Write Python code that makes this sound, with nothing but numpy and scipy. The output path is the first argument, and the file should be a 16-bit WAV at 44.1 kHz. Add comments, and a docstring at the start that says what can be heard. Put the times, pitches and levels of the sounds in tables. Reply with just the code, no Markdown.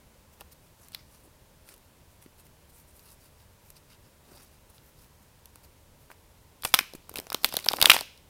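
"""Stiff cards are handled close to a small microphone in a quiet carpeted room, over a low ventilation rumble.
First the hands shift the deck: a faint rustle of shaped noise, with a few ticks from bursts ringing card modes.
Then packets slide as clumped grains, and cards flick and slap down in a quickening run of snaps and air puffs,
loud enough to overload the input. The room answers with a short tail of sparse, decaying echoes."""
import sys
import numpy as np
from scipy import signal
from scipy.fft import rfft, irfft
from scipy.io import wavfile
from scipy.ndimage import uniform_filter1d

SR = 44100
rng = np.random.default_rng(int(sys.argv[2]) if len(sys.argv) > 2 else 0)


def output_pcm(signal):
    """Save a mono or channel-first signal as 16-bit PCM at the path in sys.argv[1].

    Samples are clipped to [-1, 1] before scaling.
    """
    pcm = np.clip(np.atleast_2d(signal).T, -1, 1) * 32767
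    wavfile.write(sys.argv[1], SR, np.round(pcm).astype(np.int16))


def undo_db(level):
    """Turn decibels back into plain size, where 20 dB means ten times bigger."""
    steps = np.asarray(level, float) / 20
    return 10 ** steps


N = 365588

# Packets sliding past each other. Each row: time in seconds, pressure in dB, contact from 0 (edge) to 1 (flat face).
PACKET_SLIDES = [(6.6, -75, .55), (6.674, -42, 0.22), (6.725, -55.5, 0.69), (6.76, -46, .6),
                 (6.796, -47, .9), (6.924, -76, 0.91), (7.144, -61, 1), (7.198, -57, .57),
                 (7.32, -63.5, .57), (7.41, -61, .57), (7.43, -53, 0.5), (7.56, -46, .66),
                 (7.652, -50.5, 0.56), (7.768, -49, .27), (7.8, -50, .5), (7.842, -30.5, 0.69),
                 (7.875, -39.5, .3), (7.93, -31, .45), (7.982, -36.5, .64), (8.015, -50, .4),
                 (8.04, -63, .3), (8.061, -69, .3)]
# Bright crackle of the card edge as the microphone hears it. 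Each row: frequency in Hz, relative level in dB.
EDGE_COLOUR = [(5000, -6.5), (7000, 1), (9200, 2), (11500, 2.5), (13500, 3), (15300, 0), (17000, -22)]


def evened(x):
    """Scales to rms 1."""
    return x / np.sqrt(np.mean(abs(x) ** 2) + 1e-20)


def read(points, hz, column=1):
    """Reads a table along log frequency."""
    table = np.transpose(points)
    return np.interp(np.log(hz + 1), np.log(table[0] + 1), table[column])


def add(mix, s, sound):
    """Mixes a sound in at time s."""
    part = mix[round(s * SR):][:len(sound)]
    part += sound[:len(part)]


def coloured(x, gain):
    """Filters by gain(Hz) and scales to rms 1."""
    hz = np.fft.rfftfreq(len(x), 1 / SR)
    return evened(irfft(rfft(x) * gain(hz), len(x)))


def bumps(rows, hz):
    """Sums bell-shaped boosts or dips in dB, each row: centre in Hz, width in Hz, depth in dB."""
    return sum(db * np.exp(-((hz - f) / w) ** 2 * 2) for f, w, db in rows)


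def room_tone():
    """Steady ventilation rumble and microphone hiss, as shaped noise; the rumble drifts a little."""
    # Spectrum of the still room. Each row: frequency in Hz, relative level in dB per Hz.
    air = [(12, -34), (20, -0.5), (82, -0.5), (319, -12), (603, -11), (693, -16.5), (940, -13), (1210, -19),
           (6360, -25), (11100, -25), (15000, -26)]
    # Ventilation drone in room resonances. Each row: frequency in Hz, width in Hz, boost in dB.
    drone = [(71, 8, 6), (91.4, 4, 5), (120, 5.2, 2.5), (149, 13, 4)]
    level_db = -58
    frames, hz = N // 2048 + 6, np.fft.rfftfreq(8192, 1 / SR)
    real, imaginary, patches = rng.standard_normal((frames, 4097, 3)).T
    patches = evened(uniform_filter1d(uniform_filter1d(patches, 6, 0), 4, 1))
    drift_db = 1.1 * patches / (1 + hz[:, None] / 800)
    colour_db = read(air, np.minimum(hz, 15000)) + bumps(drone, hz)
    spectrum = (real + 1j * imaginary) * undo_db(colour_db[:, None] + drift_db)
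    tone = signal.istft(spectrum, nperseg=8192, noverlap=6144)[1][:N]
    return undo_db(level_db) * evened(tone)


def room(x):
    """Three sparse tails fed in rotation, each band dying at its own speed."""
    # Room tail. Each row: frequency in Hz, relative level in dB, time to fall by 60 dB in seconds.
    tail_bands = [(200, -6.5, .5), (601, -6.5, 0.32), (1600, -2, 0.4), (2900, -2.5, 0.51),
                  (4500, -8.5, 0.56), (6500, -4.5, 0.52), (10000, -7, 0.43), (15000, -3, 0.33)]
    slots = np.arange(180, SR * 3 // 4, 20)
    places = slots + rng.integers(0, 20, (3, len(slots)))
    signs = rng.choice([-1., 1.], (3, len(slots)))
    taps = np.zeros((3, SR))
    np.put_along_axis(taps, places, signs, 1)
    hz, t, z = signal.stft(taps, SR, nperseg=128)
    late = undo_db(-60 * t / read(tail_bands, hz, column=2)[:, None])
    early = undo_db(3 - 60 * t / 0.14)  # floor and nearby furniture answer first
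    colour = undo_db(read(tail_bands, hz))[:, None]
    tails = signal.istft(z * colour * (late + early), SR, nperseg=128)[1]
    turn = 2 * np.pi * (7.0 * np.arange(N) / SR + np.arange(3)[:, None] / 3)  # 7 turns a second
    feeds = x * np.sqrt(2 / 3) * np.cos(turn)
    return signal.fftconvolve(feeds, tails / np.linalg.norm(tails[0]), axes=1)[:, :N].sum(0)


def carpet_bounce(x):
    """The bounce off the carpet cancels part of the direct sound, leaving dips in the spectrum."""
    # Each row: frequency in Hz, width in Hz, depth in dB.
    dips = [(1930, 490, -2.5), (6990, 1740, -4)]
    hz = np.fft.rfftfreq(N, 1 / SR)
    return irfft(rfft(x) * undo_db(bumps(dips, hz)), N)


def card_modes(hz):
    """Causal response of the card's damped bending modes; the board swallows what lies above them."""
    # What a card rings with. Each row: frequency in Hz, width in Hz, level in dB.
    card = [(1110, 480, 2), (2300, 500, 0.5), (2680, 354, 0.5), (3880, 260, -1.5), (4300, 670, 5),
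            (4720, 1800, 3.5)]
    board_hz = 5600
    modes = 0
    for k, (f, w, db) in enumerate(card):
        modes = modes + (-1) ** k * undo_db(db) * 1j * hz * w / (f ** 2 - hz ** 2 + 1j * hz * w)
    return modes / (1 - (hz / board_hz) ** 2 + 1j * 1.43 * hz / board_hz)


def contact(db, flat):
    """Shares a pressure between the hiss of the edge and the body of the face."""
    turn = np.pi / 2 * np.clip(flat, 0, 1)
    return undo_db(db) * np.cos(turn), undo_db(db) * np.sin(turn)


def strokes(rows):
    """Each stroke swells and fades smoothly, each row: start in seconds, length in ms, gain."""
    rise = 0.56  # share of a stroke spent pressing harder
    pressure = np.zeros(N)
    for s, length_ms, gain in rows:
        u = np.arange(0, 1, 1e3 / SR / length_ms) - rise
        swell = np.cos(np.pi / 2 * u / np.where(u < 0, rise, 1 - rise))
        add(pressure, s, gain * swell)
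    return pressure


def handling():
    """Pressure of fingers on edge and face, and of the palm, as separate strokes."""
    # Fingers shifting the deck. Each row: start in seconds, length in ms, pressure in dB,
    # contact from 0 (edge) to 1 (flat face).
    finger_strokes = [(0.322, 29, -61, .12), (0.391, 36, -58, .54), (0.509, 30, -55.5, 0.36),
                      (0.61, 91, -67, 0.42), (0.76, 140, -59, 0.48), (0.905, 140, -61, 1),
                      (1.077, 117, -60.5, 0.34), (1.189, 29, -62, .14), (1.223, 46, -61.5, .07),
                      (1.645, 116, -56.5, 0.4), (1.835, 41, -68, .43), (2.094, 53, -67, 0.22),
                      (2.212, 41, -59.5, .17), (2.372, 54, -60, 0.27), (2.441, 42, -62, .09),
                      (2.686, 31, -59.5, .09), (2.712, 130, -58.5, 0.04), (2.858, 71, -62.5, .1),
                      (2.922, 130, -59.5, .17), (3.023, 138, -56, .34), (3.188, 106, -60, 0.5),
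                      (3.358, 92, -66, .57), (3.628, 97, -62.5, .36), (3.752, 40, -58, 0.45),
                      (3.873, 87, -59, 0.72), (4.025, 70, -65, 0.62), (4.23, 280, -57.5, 0.54),
                      (4.419, 23, -67, .09), (4.491, 86, -66, 0.47), (4.689, 28, -60, 0.29),
                      (4.726, 53, -59.5, 0.41), (4.817, 110, -63.5, .16), (4.953, 130, -62, 0.34),
                      (5.213, 26, -61, .11), (5.524, 66, -69, .54), (5.625, 43, -58.5, 0.43),
                      (5.974, 110, -67, .24), (6.091, 43, -59, .46)]
    # Palm closing round the deck. Each row: start in seconds, length in ms, pressure in dB.
    palm_strokes = [(0.391, 40, -62), (1.223, 75, -61.5), (1.645, 170, -67), (2.212, 55, -71),
                    (4.025, 92, -66), (4.23, 185, -58.5), (4.492, 57, -68), (5.524, 79, -71),
                    (5.625, 54, -65), (6.091, 43, -64)]
    s, length_ms, db, flat = np.transpose(finger_strokes)
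    fingers = [strokes(zip(s, length_ms, gain)) for gain in contact(db, flat)]
    palm = strokes((s, ms, undo_db(db)) for s, ms, db in palm_strokes)
    return fingers + [palm]


def shuffling():
    """Pressure of card on card while the packets slide, and of the palms that hold them."""
    # Palms holding the packets. Each row: time in seconds, pressure in dB.
    grip = [(6.6, -72), (7.05, -77), (7.15, -58.5), (7.4, -61.5), (7.45, -55.5), (7.65, -59.5), (7.78, -51),
            (7.98, -47), (8.06, -66.5)]
    t = np.arange(N) / SR
    s, db, flat = np.transpose(PACKET_SLIDES)
    during = (t > s[0]) & (t < s[-1])
    edge, face = contact(np.interp(t, s, db), np.interp(t, s, flat))
    palm = undo_db(np.interp(t, *np.transpose(grip)))
    return during * np.array([edge, face, palm])


def patchy(x, depth_db):
    """Skin and card catch in changing places, so the colour of a rub drifts in patches."""
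    z = signal.stft(x, nperseg=256)[2]
    patches = rng.standard_normal(z.shape[::-1]).T
    patches = uniform_filter1d(uniform_filter1d(patches, size=14, axis=0), size=18, axis=1)
    return evened(signal.istft(z * undo_db(depth_db * evened(patches)), nperseg=256)[1][:N])


def rubbing(pressure, grain_db, per_s, flutter_db):
    """Dense tiny catches of face on face, in clumps, through edge and card; the palm adds low noise."""
    # Palm on the deck. Each row: frequency in Hz, relative level in dB.
    palm_colour = [(60, -26), (250, 6), (600, 2), (1200, -15.5), (2500, -24.5)]
    chance, noise = rng.random((N, 2)).T, rng.standard_normal((N, 3)).T
    sizes = undo_db(-grain_db * np.log(chance[1] + .04))
    catches = (chance[0] < per_s / SR) * sizes * noise[0]
    flutter = evened(uniform_filter1d(uniform_filter1d(noise[1], 150), 150))
    clumps = undo_db(flutter_db * flutter)
    drag = catches * clumps
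    hiss = patchy(coloured(drag, lambda hz: undo_db(read(EDGE_COLOUR, hz))), depth_db=2.5)
    body = patchy(coloured(drag, lambda hz: card_modes(hz) * hz / (hz + 1500)), depth_db=3)
    low = coloured(noise[2] * clumps, lambda hz: undo_db(read(palm_colour, hz)))
    return pressure[0] * hiss + pressure[1] * body + pressure[2] * low


def puffs():
    """Air squeezed out as a card lands flat: a pressure push, a pull, and a small rebound."""
    # Each row: time of the turn from push to pull in seconds, peak level in dB, frequency in Hz.
    air_puffs = [(0.412, -38.5, 810), (0.417, -37.5, 890), (2.2632, -41, 287), (5.5592, -44, 960),
                 (6.1025, -39, 940), (6.1057, -41, 1400), (6.1148, -40, 850), (6.6363, -29.5, 1350),
                 (6.6512, -17.5, 970), (6.659, -27, 734), (6.7412, -6.5, 1140), (6.745, -12.5, 1240),
                 (6.751, -28, 900), (6.793, -18.5, 1190), (6.811, -37, 256), (6.9372, -35.5, 466),
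                 (6.951, -35.5, 269), (7.094, -35.5, 900), (7.1153, -39.5, 360), (7.142, -36.5, 796),
                 (7.157, -39, 480), (7.168, -40, 815), (7.1782, -35, 800), (7.19, -29, 360),
                 (7.1997, -34, 690), (7.2693, -38, 630), (7.3026, -33.5, 850), (7.3206, -20.5, 1070),
                 (7.3473, -19.5, 993), (7.347, -27.5, 350), (7.4383, -41, 802), (7.446, -12, 1350),
                 (7.4546, -29.5, 620), (7.4918, -43, 330), (7.5266, -29, 1013), (7.543, -23, 616),
                 (7.5719, -23.5, 590), (7.6655, -19.5, 760), (7.6881, -19, 1410), (7.711, -28.5, 796),
                 (7.7135, -21.5, 800), (7.7382, -14, 851), (7.7864, -27, 779), (7.7902, -25.5, 980),
                 (7.814, -26, 1396), (7.8249, -15, 908), (7.8341, -24.5, 748), (7.845, -13, 990),
                 (7.857, -18.5, 1280), (7.8667, -22.5, 910), (7.87, -18.5, 795), (7.8974, -10, 1010),
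                 (7.9007, -14, 1310), (7.9155, -13.5, 1360), (7.9392, -23.5, 836), (7.9446, -17, 800),
                 (7.965, -16.5, 826), (7.9907, -37.5, 890), (8.012, -25.5, 740)]
    out = np.zeros(N)
    for s, db, hz in air_puffs:
        cycles = np.arange(0, 3.3 / hz, 1 / SR) * hz
        shape = np.sin(2 * np.pi * cycles) * np.exp(-(cycles / 0.95) ** 2) * np.minimum(cycles / 0.39, 1)
        backflow = np.hanning(len(shape))
        shape -= 0.52 * shape.sum() * backflow / backflow.sum()  # about half of the net air flows back
        add(out, s - .5 / hz, undo_db(db) * shape / abs(shape).max())
    return out


def strays(count):
    """Small catches of card edges fall at random where the packets slide, as extra rows of snaps."""
    s, db = np.transpose(PACKET_SLIDES)[:2]
    when, size, tone, hz, length = rng.random((count, 5)).T
    at = s[0] + when * (s[-1] - s[0])
    body_db = np.interp(at, s, db) + 2 - 8 * size  # from 6 dB under the sliding pressure to 2 dB over it
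    treble_db = body_db + 12 * (tone - .5)
    centre_hz, length_ms = 3564 + 3060 * hz, 1 + 2 * length
    return list(zip(at, body_db, treble_db, centre_hz, length_ms))


def snaps():
    """Each snap is a crack inside a quick burst of micro-slips; returns the near sound and the room's feed."""
    # Card edges snapping past a thumb or onto the pile. Each row: time of the crack in seconds,
    # body level in dB, treble level in dB, body centre in Hz, length in ms.
    card_snaps = [(0.409, -39.5, -39.5, 3080, 2.4), (0.415, -44.5, -51, 3300, 1.4),
                  (0.5273, -60, -59, 4000, 5.6), (0.8852, -69, -41, 3950, 1.6),
                  (0.921, -65, -47, 3600, 4.6), (0.9313, -51, -54, 4000, 4), (0.9382, -49, -51, 4130, 8.9),
                  (0.9478, -26, -31.5, 4300, 2.1), (1.6897, -48, -45.5, 2300, 4.5),
                  (1.7408, -54, -46.5, 4000, 4.3), (1.7639, -67, -52, 3300, 2.1),
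                  (1.7795, -70, -49, 2900, 1.6), (2.2254, -58, -50, 3300, 6.1),
                  (2.2615, -48.5, -58, 2460, 1.4), (2.4666, -59, -55, 2700, 6), (2.698, -72, -58, 3300, 6),
                  (2.9944, -52, -49, 4300, 2), (3.7037, -62, -40.5, 4200, 3.1),
                  (4.3732, -47, -54, 4300, 1.1), (4.7813, -47, -62, 3580, 1.8),
                  (5.0443, -53, -50, 3500, .8), (5.4575, -48.5, -38.5, 3900, 1.6),
                  (5.5578, -45.5, -37, 2800, 0.75), (6.1025, -42, -60, 1690, 1.7),
                  (6.1157, -41, -47.5, 2150, 2.6), (6.623, -41, -36.5, 4100, 2.2),
                  (6.6347, -28.5, -59, 2700, 1.5), (6.6409, -48, -27, 4500, 1.8),
                  (6.6505, -20.5, -19.5, 2800, 4.5), (6.6533, -25.5, -30.5, 2480, 3),
                  (6.6744, -41, -47, 4200, 5.7), (6.732, -50, -44, 4500, 1.8),
                  (6.7409, -4, -9.5, 3400, 2.4), (6.7458, -10, -4.5, 4000, 1.12),
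                  (6.7523, -26, -23.5, 3400, 1.4), (6.7898, -10, -17.5, 2500, 2.65),
                  (6.798, -45, -31.5, 3800, 3.8), (6.809, -33, -38, 2300, 4.8),
                  (6.936, -37, -39, 4100, 1.4), (6.9525, -57.5, -40, 4400, 8.4),
                  (7.095, -45, -32.5, 3600, 2.1), (7.1154, -52, -52, 4000, 3),
                  (7.1407, -48, -35, 2700, 1.3), (7.158, -25.5, -27, 2900, 1.76),
                  (7.166, -45, -38, 2800, 8.7), (7.1715, -30, -28.5, 3500, 1.8),
                  (7.179, -40, -37, 3800, 1.01), (7.1852, -25, -25.5, 4500, 0.91),
                  (7.1893, -29.5, -36, 2700, 1.8), (7.2001, -34.5, -27, 3900, 1.1),
                  (7.2686, -37, -43, 3870, 1.4), (7.3021, -25.5, -27.5, 4860, 1.2),
                  (7.321, -28.5, -40, 1690, 2.3), (7.3285, -29, -24, 4400, 1.4),
                  (7.3456, -15.5, -19.5, 4100, 1.6), (7.4343, -51, -37.5, 3000, 5.2),
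                  (7.438, -33, -49, 3800, 1.1), (7.4454, -4, -7, 3460, 0.84), (7.4502, -31, -25, 3005, 5),
                  (7.4594, -40, -28, 3600, 4.3), (7.4893, -35, -31, 3980, 2.1),
                  (7.5246, -29, -35, 3370, 1.5), (7.54, -32, -26.5, 3600, 3.7),
                  (7.5426, -35, -39.5, 2200, 1.9), (7.554, -32, -32.5, 3600, 1.6),
                  (7.5681, -14, -14, 4300, 1.65), (7.599, -50.5, -34.5, 3500, 1.8),
                  (7.6428, -32, -50.5, 4500, 2.2), (7.6468, -33, -29.5, 3820, 1.9),
                  (7.6612, -30.5, -28, 4100, 3.6), (7.6654, -32.5, -41, 1600, 2),
                  (7.6867, 0.5, -11, 4590, 0.54), (7.6997, -36, -39, 3300, 2.8),
                  (7.7047, -47.5, -33.5, 4450, 5.8), (7.7185, -26.5, -28, 4620, 2.1),
                  (7.7338, -23.5, -25, 3210, 2.9), (7.768, -29.5, -31, 4800, 2.4),
                  (7.7857, -28, -50, 1786, 1.2), (7.803, -40.5, -34.5, 4150, 5),
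                  (7.8151, -8.5, -10, 3050, 1.7), (7.826, -6, -9.5, 3720, 3),
                  (7.844, -28.5, -32, 2000, 2.2), (7.8518, -37, -37.5, 3556, 2.1),
                  (7.8571, -1, -7, 3400, 2.3), (7.865, -30, -32.5, 3000, 3), (7.8696, -29, -30, 2900, 1.2),
                  (7.8838, -36, -41.5, 3700, 5.5), (7.8986, 1.5, -10, 2990, 2.5),
                  (7.9031, 0.5, -3, 3280, 1.83), (7.9165, -5.5, -14.5, 2805, 3.5),
                  (7.9365, -22, -22.5, 3400, 4.5), (7.9442, -22, -30, 2900, 4.9),
                  (7.9501, -33, -34, 4100, 1.2), (7.9565, -26, -35.5, 2790, 3.2),
                  (7.9655, -14.5, -23.5, 2720, 1.7), (7.9782, -27, -39.5, 2900, 1.8),
                  (7.9895, -21.5, -34.5, 3360, 1.6), (8.0092, -22, -23.5, 4300, 1.3),
                  (8.1765, -51, -51, 4000, 2.1)]
    rise = .36  # share of a snap spent bending before the edge lets go
    size, lead = 2048, 256  # samples in a snap, and of those ahead of the crack
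    near, spread = np.zeros((2, N))
    t, hz = (np.arange(size) - lead) / SR, np.fft.rfftfreq(size, 1 / SR)
    rows = card_snaps + strays(count=14)
    slips = rng.standard_normal((len(rows), 2, size))
    slips[:, :, lead] += 5.1 * np.sign(slips[:, :, lead])  # the edge lets go all at once
    bends = rng.uniform(-1.51, 1, len(rows))
    crack = rfft(t == 0)
    for (s, body_db, treble_db, centre_hz, length_ms), slip, bend in zip(rows, slips, bends):
        rise_ms, fall_ms = rise * length_ms, (1 - rise) * length_ms
        burst = np.where(t < 0, np.exp(-(1e3 * t / rise_ms) ** 2), np.exp(-1e3 * abs(t) / fall_ms))
        # grip favours modes near the centre
        free = 1 / (1 + 1j * 2.33 * (hz / centre_hz - centre_hz / (hz + 1)))
        body = card_modes(hz * (1 + 0.13 * bend)) * free  # curve of the card shifts its modes
        tilt_db = 1.5 * np.log2(2.4 / length_ms) * np.log2((hz + 1) / 11000)  # quick snaps are brighter
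        edge = undo_db(read(EDGE_COLOUR, hz) + tilt_db)
        energy = np.sqrt(length_ms * 0.00077 * SR / 2)  # the level holds over the length of the snap
        for db, colour, shake in zip((body_db, treble_db), (body, edge), slip):
            # summed over all directions the slips even out, so the room hears the plain colour of the card
            for mix, drive in ((near, rfft(shake * burst)), (spread, crack)):
                sound = irfft(drive * colour)
                add(mix, s - lead / SR, energy * undo_db(db) * sound / np.linalg.norm(sound))
    return near, spread


def scene():
    """Cards and their room tail over the room tone."""
    snapped, spread = snaps()
    soft = puffs()
    soft += rubbing(handling(), grain_db=-2, per_s=6900, flutter_db=1.5)
    soft += rubbing(shuffling(), grain_db=2.5, per_s=5000, flutter_db=4.5)
    cards = snapped + soft + undo_db(-17.5) * room(spread + soft)
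    return (carpet_bounce(cards) + room_tone())[None]


def top_cut(x):
    """Nothing passes above the cut-off."""
    return signal.sosfilt(signal.butter(12, 15870, fs=SR, output="sos"), x)


def record(dry):
    """The loudest slaps hit the ceiling of the input; then the top of the band is cut."""
    clipped = np.clip(dry, -1, 1)
    low_pass = signal.firwin(301, 17000, window=("kaiser", 5), fs=SR)
    finished = signal.oaconvolve(clipped, low_pass[None], "same")
    return top_cut(finished)


dry = scene()
out = record(dry)
output_pcm(out)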